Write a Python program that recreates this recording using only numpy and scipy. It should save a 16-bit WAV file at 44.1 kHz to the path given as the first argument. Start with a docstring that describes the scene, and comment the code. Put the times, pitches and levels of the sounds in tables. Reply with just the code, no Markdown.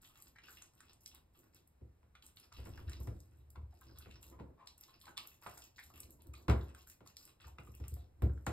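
"""Wet licks, pops and crackles sound close by: a small dog eats off a rubber mat in a bathtub.
Food squelches under the tongue, released suction rings the mouth cavity and saliva films snap.
The mat drags on the tub in small slips and bumps it, so that its floor and walls boom in their modes.
The tiled room reverberates behind the licking, and a two-port microphone picks it all up."""
import sys
import numpy as np
from scipy import signal
from scipy.fft import rfft, irfft, next_fast_len
from scipy.io import wavfile
from scipy.ndimage import uniform_filter1d

SR = 44100
rng = np.random.default_rng(int(sys.argv[2]) if len(sys.argv) > 2 else 0)


def store_pcm(level_fs):
    """Save levels as 16-bit WAV."""
    pcm = np.round(np.clip(level_fs, -1, 1) * 32767).astype(np.int16)
    wavfile.write(sys.argv[1], SR, np.atleast_2d(pcm).T)


N = 375732

# noise spectra: (frequency [Hz], relative level [dB])
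AIR_SPECTRUM = [(20, -8.5), (68, 7.5), (120, -1.5), (300, -13), (1000, -21), (3000, -31.5), (8000, -35.5),
                (16000, -35)]  # the still room
RUMBLE_SPECTRUM = [(20, -14), (45, -11), (68, 8), (90, -2.5), (110, -1), (150, -15.5), (300, -52)]  # the tub under the moving mat
RUB_SPECTRUM = [(70, -16.5), (160, 5.5), (300, 5), (500, -3), (750, -11), (1000, -10), (1500, -15),
                (4000, -54.5)]  # rubber slipping
THUD_SPECTRUM = [(60, -25), (140, 7.5), (250, 5), (350, 5.5), (520, 0), (800, -2.5), (1500, -43),
                 (4000, -61)]  # the bumped walls
CLACK_SPECTRUM = [(250, -34.5), (600, 0), (950, 5), (1400, 2), (2100, -6.5), (3000, -39.5), (5000, -37.5),
                  (8000, -32)]  # the mat's rim landing hard
CRACK_SPECTRUM = [(1200, -20.5), (2500, 2.5), (4000, -1.5), (5500, -7), (8000, -13.5), (15000, -20)]  # the treble of that landing
SQUELCH_SPECTRUM = [(400, -19), (800, -6.5), (1300, -1), (1900, -6), (2800, 1), (4000, -1), (5500, -1.5),
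                    (8000, -30)]  # food being pressed
FIZZ_SPECTRUM = [(3000, -52), (5000, -2.5), (7500, 4), (9000, -1.5), (10500, 2.5), (13000, 4.5),
                 (15500, 0.5)]  # the tongue peeling away
# modes of the tub: (frequency [Hz], relative level [dB], t60 [s])
FLOOR_MODES = [(67.24, 6.5, 0.44), (83.3, 0.5, 0.49)]  # the floor flexing as a whole
HALF_FLOOR_MODES = [(111.2, 1.5, 0.32), (141.5, -10.5, 0.34)]  # the floor flexing in two halves
WALL_MODES = [(198, -1, .33), (275, -10, .28), (325, -7, .26), (365, -3, .24), (422, -6, .26),
              (460, -5, .2), (495, 3, .22), (545, -7, .2)]
SHELL_MODES = [(667, 0, .24), (717, -2, .24), (831, -3, .24), (1010, -2, .25), (1097, -5, .24),
               (1363, -3, .25), (1402, -2, .25), (1960, -7, .22), (2179, -6, .22), (2310, -9, .22)]  # the shell under a hard contact
# reverberation of the tiled room: (frequency [Hz], t60 [s])
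ROOM_DECAY = [(100, 0.49), (500, 0.57), (1500, 0.21), (4000, 0.26), (8000, 0.23), (15000, 0.21)]
# diffuse sound that differs between the ports: (frequency [Hz], side gain [dB])
SIDE_GAIN = [(60, -23), (150, -10.5), (330, -5.5), (750, 2), (1500, -5.5), (2600, 0.5), (5000, -17),
             (8000, -15), (14000, -39)]
# the far port hears the dog later: (frequency [Hz], phase lead of the left [rad])
PORT_PHASE = [(0, 0), (1900, .1), (2800, 2.6), (3500, 2), (3900, .3), (4400, 1.9), (5000, 1.3), (7700, 6.1),
              (8600, 6.6), (11900, 12.3), (12900, 12.7), (16000, 17.5)]
# imbalance of the ports: (frequency [Hz], left minus right [dB])
PORT_BALANCE = [(100, 0.5), (200, 0), (370, -2), (700, -0.5), (1300, 1), (4500, -1), (9000, 0)]
# the dog shoves the mat: (start [s], length [s], rumble level [dB], rub level [dB])
MAT_SLIDES = [(2.529, 0.64, -50, -69.5), (3.137, 0.485, -63, -87), (3.796, 0.41, -59.5, -73),
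              (4.217, 0.28, -63, -66), (5.008, 0.11, -70, -73), (5.827, 0.91, -66, -74),
              (6.483, 0.18, -61, -63.5), (7.37, 0.91, -64, -81), (8.137, 0.43, -61, -72.5)]
# the mat bumps the tub: (time [s], boom level [dB], wall level [dB], clack level [dB])
MAT_BUMPS = [(1.811, -50, -58.5, -86), (2.03, -65, -77, -79.5), (2.584, -44.5, -59.5, -66.5),
             (2.659, -53, -53.5, -61.5), (2.861, -37, -64, -96), (2.992, -40, -55, -85),
             (3.073, -35.5, -48, -61.5), (3.565, -43, -60.5, -98), (3.618, -41, -71.5, -83),
             (4.06, -65, -57.5, -71), (4.398, -54, -50, -64.5), (5.463, -61, -60.5, -53),
             (6.027, -58, -72, -97), (6.277, -44, -69, -97), (6.482, -22.5, -32.5, -42),
             (6.498, -35, -37.5, -39), (7.006, -67, -61.5, -70.5), (7.445, -49.5, -70, -81),
             (7.585, -52, -61, -68), (7.68, -50.5, -60, -90), (7.8, -38.5, -54.5, -70.5),
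             (7.914, -35.5, -60, -90), (8.221, -23.5, -36, -55), (8.467, -37, -43, -43)]
# strokes of the tongue: (start [s], length [s], squelch level [dB], fizz level [dB])
TONGUE_STROKES = [(0.008, 0.097, -76, -72), (0.134, .15, -76, -76.5), (0.413, 0.25, -70, -76),
                  (0.722, 0.19, -74, -84), (0.992, 0.043, -89, -74.5), (1.061, 0.12, -73.5, -89),
                  (1.332, 0.14, -81, -81), (1.523, 0.073, -81, -79), (2.226, 0.061, -74.5, -76),
                  (2.353, 0.11, -76, -76.5), (2.52, 0.3, -68, -75.5), (2.862, 0.1, -64.5, -86),
                  (3.0, 0.073, -71, -70.5), (3.14, 0.27, -89, -88), (3.704, 0.09, -82.5, -80.5),
                  (3.807, 0.18, -75.5, -81.5), (3.993, 0.17, -72.5, -85), (4.199, 0.1, -77, -74),
                  (4.658, 0.067, -81, -83), (4.774, 0.18, -74, -79.5), (4.991, 0.11, -72, -74),
                  (5.175, 0.2, -70, -78.5), (5.407, 0.26, -70, -68.5), (5.744, 0.16, -74.5, -75),
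                  (5.929, .12, -71.5, -73.5), (6.098, 0.043, -91, -75.5), (6.186, 0.084, -81.5, -95),
                  (6.327, .1, -76, -80), (6.568, 0.13, -72.5, -77.5), (6.744, 0.087, -72, -77),
                  (6.86, 0.068, -72.5, -71), (7.043, 0.052, -69, -75.5), (7.167, 0.13, -72.5, -68.5),
                  (7.39, 0.093, -68, -75), (7.59, 0.13, -85, -76.5), (7.731, 0.31, -78.5, -86),
                  (8.226, 0.29, -100, -86.5)]
# the loudest pops of the tongue pulling free: (time [s], level [dB], cavity [Hz], tear t60 [s])
MOUTH_POPS = [(0.046, -49, 3200, 0.023), (0.358, -49, 1830, 0.041), (0.384, -46, 1850, 0.023),
              (0.483, -43.5, 1435, 0.023), (0.571, -46, 3200, 0.01), (0.805, -49, 1480, 0.006),
              (1.151, -53, 3740, 0.034), (1.559, -59, 3770, 0.059), (2.152, -49.5, 1160, 0.0054),
              (2.154, -54, 3100, 0.01), (2.37, -46, 3700, 0.0084), (2.52, -48.5, 1320, .024),
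              (2.776, -45.5, 1470, 0.014), (2.93, -54, 3100, 0.02), (3.556, -47, 980, 0.012),
              (3.557, -51, 1300, .02), (3.725, -56, 700, 0.045), (3.814, -51.5, 1310, 0.035),
              (4.323, -51, 1040, 0.064), (4.389, -45.5, 815, 0.026), (4.583, -46.5, 990, 0.26),
              (4.673, -40, 4540, 0.0059), (5.068, -45.5, 930, 0.015), (5.077, -41.5, 1390, 0.04),
              (5.171, -35.5, 3540, 0.0091), (5.172, -40.5, 1140, 0.05), (5.18, -37.5, 2620, 0.019),
              (5.43, -47, 1200, 0.06), (5.465, -40, 1270, 0.024), (5.472, -42.5, 850, 0.026),
              (5.574, -48.5, 1260, 0.014), (5.782, -45, 1950, 0.013), (5.789, -39.5, 2010, 0.019),
              (5.902, -52, 1090, 0.0072), (6.338, -51, 1250, 0.013), (6.339, -48.5, 2400, 0.015),
              (6.748, -46.5, 1320, 0.006), (7.404, -55, 1620, 0.019), (7.441, -48.5, 1430, 0.023),
              (7.584, -44.5, 1250, 0.0053), (7.585, -45, 2230, 0.014), (7.671, -52.5, 1180, 0.017),
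              (7.841, -50.5, 1200, 0.002), (7.968, -50, 680, 0.014), (8.296, -51, 1440, 0.0078),
              (8.376, -55, 1410, .005)]
# the loudest saliva films snapping: (time [s], level [dB], resonance [Hz])
FILM_SNAPS = [(0.2223, -43.5, 11400), (0.512, -53, 11900), (0.622, -43.5, 7100), (0.805, -51, 7200),
              (0.932, -54.5, 7900), (1.0597, -38.5, 5600), (1.077, -44.5, 12300), (1.1476, -47.5, 11900),
              (1.546, -53, 11400), (1.675, -56, 13800), (2.2243, -50, 3470), (2.265, -47.5, 9500),
              (2.3986, -50, 11500), (2.525, -50, 4600), (2.896, -44.5, 7200), (2.932, -43, 3860),
              (3.002, -49, 12600), (3.203, -52.5, 8950), (3.5033, -51.5, 12500), (3.811, -52, 12900),
              (3.986, -41.5, 12500), (4.111, -52.5, 3860), (4.228, -46, 8400), (4.266, -51.5, 13100),
              (4.779, -50, 13000), (4.81, -43.5, 13700), (4.836, -47.5, 4800), (5.0132, -51, 4280),
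              (5.055, -50, 3640), (5.177, -32, 4200), (5.273, -41, 12800), (5.435, -55, 12900),
              (5.4694, -49, 8200), (5.5772, -44.5, 7880), (5.621, -49, 4730), (5.799, -51, 13000),
              (6.0027, -37.5, 10400), (6.032, -49, 4250), (6.106, -47, 11700), (6.2203, -52, 12000),
              (6.27, -53, 13600), (6.337, -49.5, 8100), (6.748, -51.5, 8300), (6.873, -48, 12500),
              (6.898, -45.5, 11900), (7.0738, -46.5, 5370), (7.168, -40.5, 4940), (7.2524, -46.5, 12800),
              (7.75, -46.5, 13500), (7.8815, -39.5, 12700), (7.9405, -45, 11600), (8.2213, -48, 13000),
              (8.465, -37.5, 7300)]

LICK_ATTACK_S, LICK_RELEASE_S = 0.017, 0.069  # the tongue lands; it lifts off (t60)
STRETCH_S = 0.02  # a film stretches this long before it breaks
MID_ONLY = [[1], [0]]  # gains that put a signal into (mid, side)


def amp(db):
    """Decibels to amplitude ratio."""
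    return 10 ** (np.asarray(db) / 20)


def unit(x):
    """Normalisation to rms 1."""
    return x / np.sqrt(np.mean(x ** 2) + 1e-20)


def along(points, hz):
    """Interpolation of (frequency, value) points on a logarithmic axis."""
    freqs, values = np.transpose(points)
    return np.interp(np.log(hz + 1), np.log(freqs + 1), values)


def filtered(x, response):
    """Linear filtering: the spectrum is multiplied by a complex frequency response."""
    n = x.shape[-1]
    padded = next_fast_len(n + 4096)
    return irfft(rfft(x, padded) * response(np.fft.rfftfreq(padded, 1 / SR)), padded)[..., :n]


def coloured(x, spectrum):
    """Spectral shaping, at rms 1."""
    return unit(filtered(x, lambda hz: amp(along(spectrum, hz))))


def resonance(hz, centre, q):
    """Band-pass response of a damped oscillator."""
    return 1j * hz * centre / q / (centre ** 2 - hz ** 2 + 1j * hz * centre / q)


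def fade(t, t60):
    """Exponential decay, by 60 dB in t60 seconds."""
    return np.exp(-np.log(1000) * t / np.maximum(t60, 1e-4))


def crackle(per_second, spread_db, size=N):
    """Shot noise: impulses at random moments, with widely scattered sizes."""
    sizes = amp(spread_db * np.clip(rng.standard_normal(size), -2, 2)) * rng.choice([-1, 1], size)
    return sizes * (rng.random(size) < per_second / SR)


def stroke(start, length, attack=LICK_ATTACK_S, release=LICK_RELEASE_S, slope_db=0):
    """Amplitude envelope: linear attack, a hold that leans by slope_db, exponential release."""
    t = np.arange(N) / SR - start
    lean = amp(slope_db * (np.clip(t / length, 0, 1) - 1.5))
    return np.clip(t / attack, 0, 1) * lean * fade(np.maximum(t - length, 0), release)


def room_air():
    """Stationary noise: the faint background of the room, as mid and side."""
    return amp(-72) * coloured(rng.standard_normal((2, N)), AIR_SPECTRUM)


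def in_room(x, wet_db):
    """Reverberation by convolution, as mid and side; the head moves, so each call draws a new tail."""
    hz, t, spectra = signal.stft(rng.standard_normal((2, 3 * SR // 8)), SR, nperseg=256)
    tail = signal.istft(spectra * fade(t, along(ROOM_DECAY, hz)[:, None]), SR, nperseg=256)[1]
    tail *= 1 - fade(np.arange(tail.shape[1]) / SR, 0.0013)  # the tub's sides answer first
    tail *= amp(wet_db) / np.linalg.norm(tail[0])
    tail[0, 0] += 1  # direct sound
    return signal.fftconvolve(x[None], tail, axes=1)


def mat_drag():
    """Stick-slip friction: the mat creeps in small slips, and the tub rumbles under it."""
    nudge = sum(stroke(start, length) for start, length, _, _ in TONGUE_STROKES)  # licks move the mat
    rumble_gain, rub_gain = amp(-78.5) * nudge, amp(-81) * nudge
    for start, length, rumble_db, rub_db in MAT_SLIDES:
        shove = stroke(start, length, attack=0.061, release=0.12)
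        rumble_gain = np.hypot(rumble_gain, amp(rumble_db) * shove)  # powers add
        rub_gain = np.hypot(rub_gain, amp(rub_db) * shove)
    rumble = rumble_gain * coloured(rng.standard_normal((2, N)), RUMBLE_SPECTRUM)
    rub = amp(-6.5) * rub_gain * coloured(crackle(per_second=180, spread_db=8.5), RUB_SPECTRUM)
    return rumble + in_room(rub, wet_db=4.5)[:, :N]


def ring(modes, t):
    """Modal superposition: damped sinusoids, struck at slightly new strengths each time."""
    strength_db = rng.normal(0, 1.2, len(modes))
    return sum(amp(db + strength_db[k]) * np.sin(2 * np.pi * hz * t) * fade(t, t60) * (-1) ** k
               for k, (hz, db, t60) in enumerate(modes))


def tub_bumps():
    """Impact excitation: a bump flexes the floor, rings the walls and clacks if the rim lands hard."""
    out, t = np.zeros((2, N)), np.arange(2 * SR // 3) / SR
    noise = lambda spectrum: coloured(rng.standard_normal((2, len(t))), spectrum)
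    onset = lambda t60: 1 - fade(t, t60)
    for time, boom_db, wall_db, clack_db in MAT_BUMPS:
        whole_floor = amp(boom_db - 6) * ring(FLOOR_MODES, t)
        floor_halves = amp((boom_db + wall_db) / 2 + 3) * ring(HALF_FLOOR_MODES, t)
        boom = (whole_floor + floor_halves) * onset(0.073)
        walls = amp(wall_db - 4.5) * ring(WALL_MODES, t) * onset(0.039)
        shell = amp(clack_db - 7) * ring(SHELL_MODES, t) * onset(0.0041)
        thud = amp(wall_db + 0.5) * noise(THUD_SPECTRUM) * fade(t, 0.35) * onset(0.022)
        clack = amp(clack_db - 4) * noise(CLACK_SPECTRUM) * (fade(t, 0.34) + 5.2 * fade(t, 0.01))
        crack = amp(clack_db - 8) * noise(CRACK_SPECTRUM) * (fade(t, 0.21) + 2.1 * fade(t, 0.0051))
        # a soft contact reaches only the lower wall modes
        corner_hz = 750 * amp(0.31 * np.clip(clack_db - wall_db, -20, 5))
        lowpass = lambda hz: 1 / (1 + np.sqrt(2) * 1j * hz / corner_hz - (hz / corner_hz) ** 2)
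        hollow = filtered(walls * MID_ONLY + thud, lowpass)
        add(out, time, (boom + shell) * MID_ONLY + hollow + (clack + crack) * onset(0.0013))
    return out


def add(track, time, sound):
    """Superposition: a sound joins the track at a time in seconds."""
    start = max(round(time * SR), 0)
    part = track[:, start:start + sound.shape[-1]]
    part += sound[..., :part.shape[-1]]


def shifting_gaps(x, depth_db):
    """Time-varying filtering: the gaps between tongue and mat change shape, and the colour with them."""
    spectra = signal.stft(x, nperseg=256)[2]
    field = uniform_filter1d(rng.standard_normal(spectra.shape), size=9, axis=0)  # smooth in frequency
    field = uniform_filter1d(field, size=14, axis=1)  # and in time
    return unit(signal.istft(spectra * amp(depth_db * unit(field)), nperseg=256)[1][:len(x)])


def wet_food():
    """Modulated shot noise: paste squelches as the tongue presses and fizzes as it peels away."""
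    press = sum(amp(db - 4.5) * stroke(start, length, slope_db=-3.5)
                for start, length, db, _ in TONGUE_STROKES)
    peel = sum(amp(db) * stroke(start, length, slope_db=-2.5) for start, length, _, db in TONGUE_STROKES)
    grains = lambda spectrum: coloured(crackle(per_second=400, spread_db=10), spectrum)
    squelch = press * shifting_gaps(grains(SQUELCH_SPECTRUM), depth_db=5)
    fizz = peel * shifting_gaps(grains(FIZZ_SPECTRUM), depth_db=4)
    return in_room(squelch, wet_db=1.5)[:, :N] + in_room(fizz, wet_db=1.0)[:, :N]


def rupture(t60, centre, q, upper_ratio, skirt_db, rise, splutter_db):
    """Source and filter: liquid tears amid smaller breaks and rings two cavity resonances; energy 1."""
    t = np.arange(SR // 10) / SR - STRETCH_S
    before, after = np.maximum(-t, 0), np.maximum(t, 0)
    tear = rng.standard_normal(len(t)) * fade(after, t60) * (1 - fade(after, rise * t60)) ** 2
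    splutter = crackle(per_second=1500, spread_db=13, size=len(t))
    splutter = splutter * fade(after, 0.026) * fade(before, 0.022)
    cavity = lambda hz: resonance(hz, centre, q) - 0.5 * resonance(hz, upper_ratio * centre, q)
    skirt = lambda hz: amp(skirt_db) * resonance(hz, centre, q=0.78)
    response = lambda hz: (cavity(hz) + skirt(hz)) * resonance(hz, centre, q=0.62)
    burst = filtered(unit(tear) + amp(splutter_db) * unit(splutter), response)
    return burst / np.linalg.norm(burst)


def small_breaks(start, length, db, hz, count):
    """Uniform scatter within one stroke: rows of (time [s], level [dB], frequency [Hz])."""
    when, size, pitch = rng.random((count, 3)).T
    return list(zip(start + length * when, db + 6 * (size - 0.5), hz * 2 ** (pitch - 0.5)))


def mouth_pops():
    """Cavity resonance: suction lets go and the mouth rings, at a new pitch with each lick."""
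    out, small_t60 = np.zeros((2, N)), 0.052
    small = [(*row, small_t60) for start, length, squelch_db, _ in TONGUE_STROKES
             for row in small_breaks(start, length, squelch_db + 15.5, hz=1235, count=1)]
    for time, db, hz, t60 in MOUTH_POPS + small:
        pop = rupture(t60, hz, q=5.5, upper_ratio=1.3, skirt_db=-8, rise=0.3, splutter_db=-13)
        add(out, time - STRETCH_S, amp(db + 12) * in_room(pop, wet_db=-1))
    return out


def saliva_snaps():
    """Film rupture: thin saliva films break within milliseconds, each giving a bright click."""
    out = np.zeros((2, N))
    small = [row for start, length, _, fizz_db in TONGUE_STROKES
             for row in small_breaks(start, length, fizz_db + 13, hz=9500, count=2)]
    for time, db, hz in FILM_SNAPS + small:
        snap = rupture(t60=0.01, centre=hz, q=4, upper_ratio=1.5, skirt_db=4, rise=0.25, splutter_db=-12)
        add(out, time - STRETCH_S, amp(db + 13.5) * in_room(snap, wet_db=-2.5))
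    return out


def microphone_ports(mid_side):
    """Path difference: two close ports are alike in the bass and apart in phase in the treble."""
    mid, side = mid_side
    side = filtered(side, lambda hz: amp(along(SIDE_GAIN, hz)))
    phase = lambda hz: np.interp(hz, *np.transpose(PORT_PHASE))
    left = lambda hz: np.exp(0.5j * phase(hz)) * amp(along(PORT_BALANCE, hz) / 2)
    return filtered(np.array([mid + side, mid - side]), lambda hz: np.array([left(hz), 1 / left(hz)]))


def scene():
    """Superposition: the dog, the tub and the room's air add at the microphone."""
    licking = saliva_snaps() + mouth_pops() + wet_food()
    return microphone_ports(licking + tub_bumps() + mat_drag() + room_air())


def record(dry):
    """Band limiting: a steep low-pass removes the highest treble."""
    cutoff_hz = 15700
    return filtered(dry, lambda hz: 1 / (1 + (hz / cutoff_hz) ** 120))


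dry = scene()
out = record(dry)
store_pcm(out)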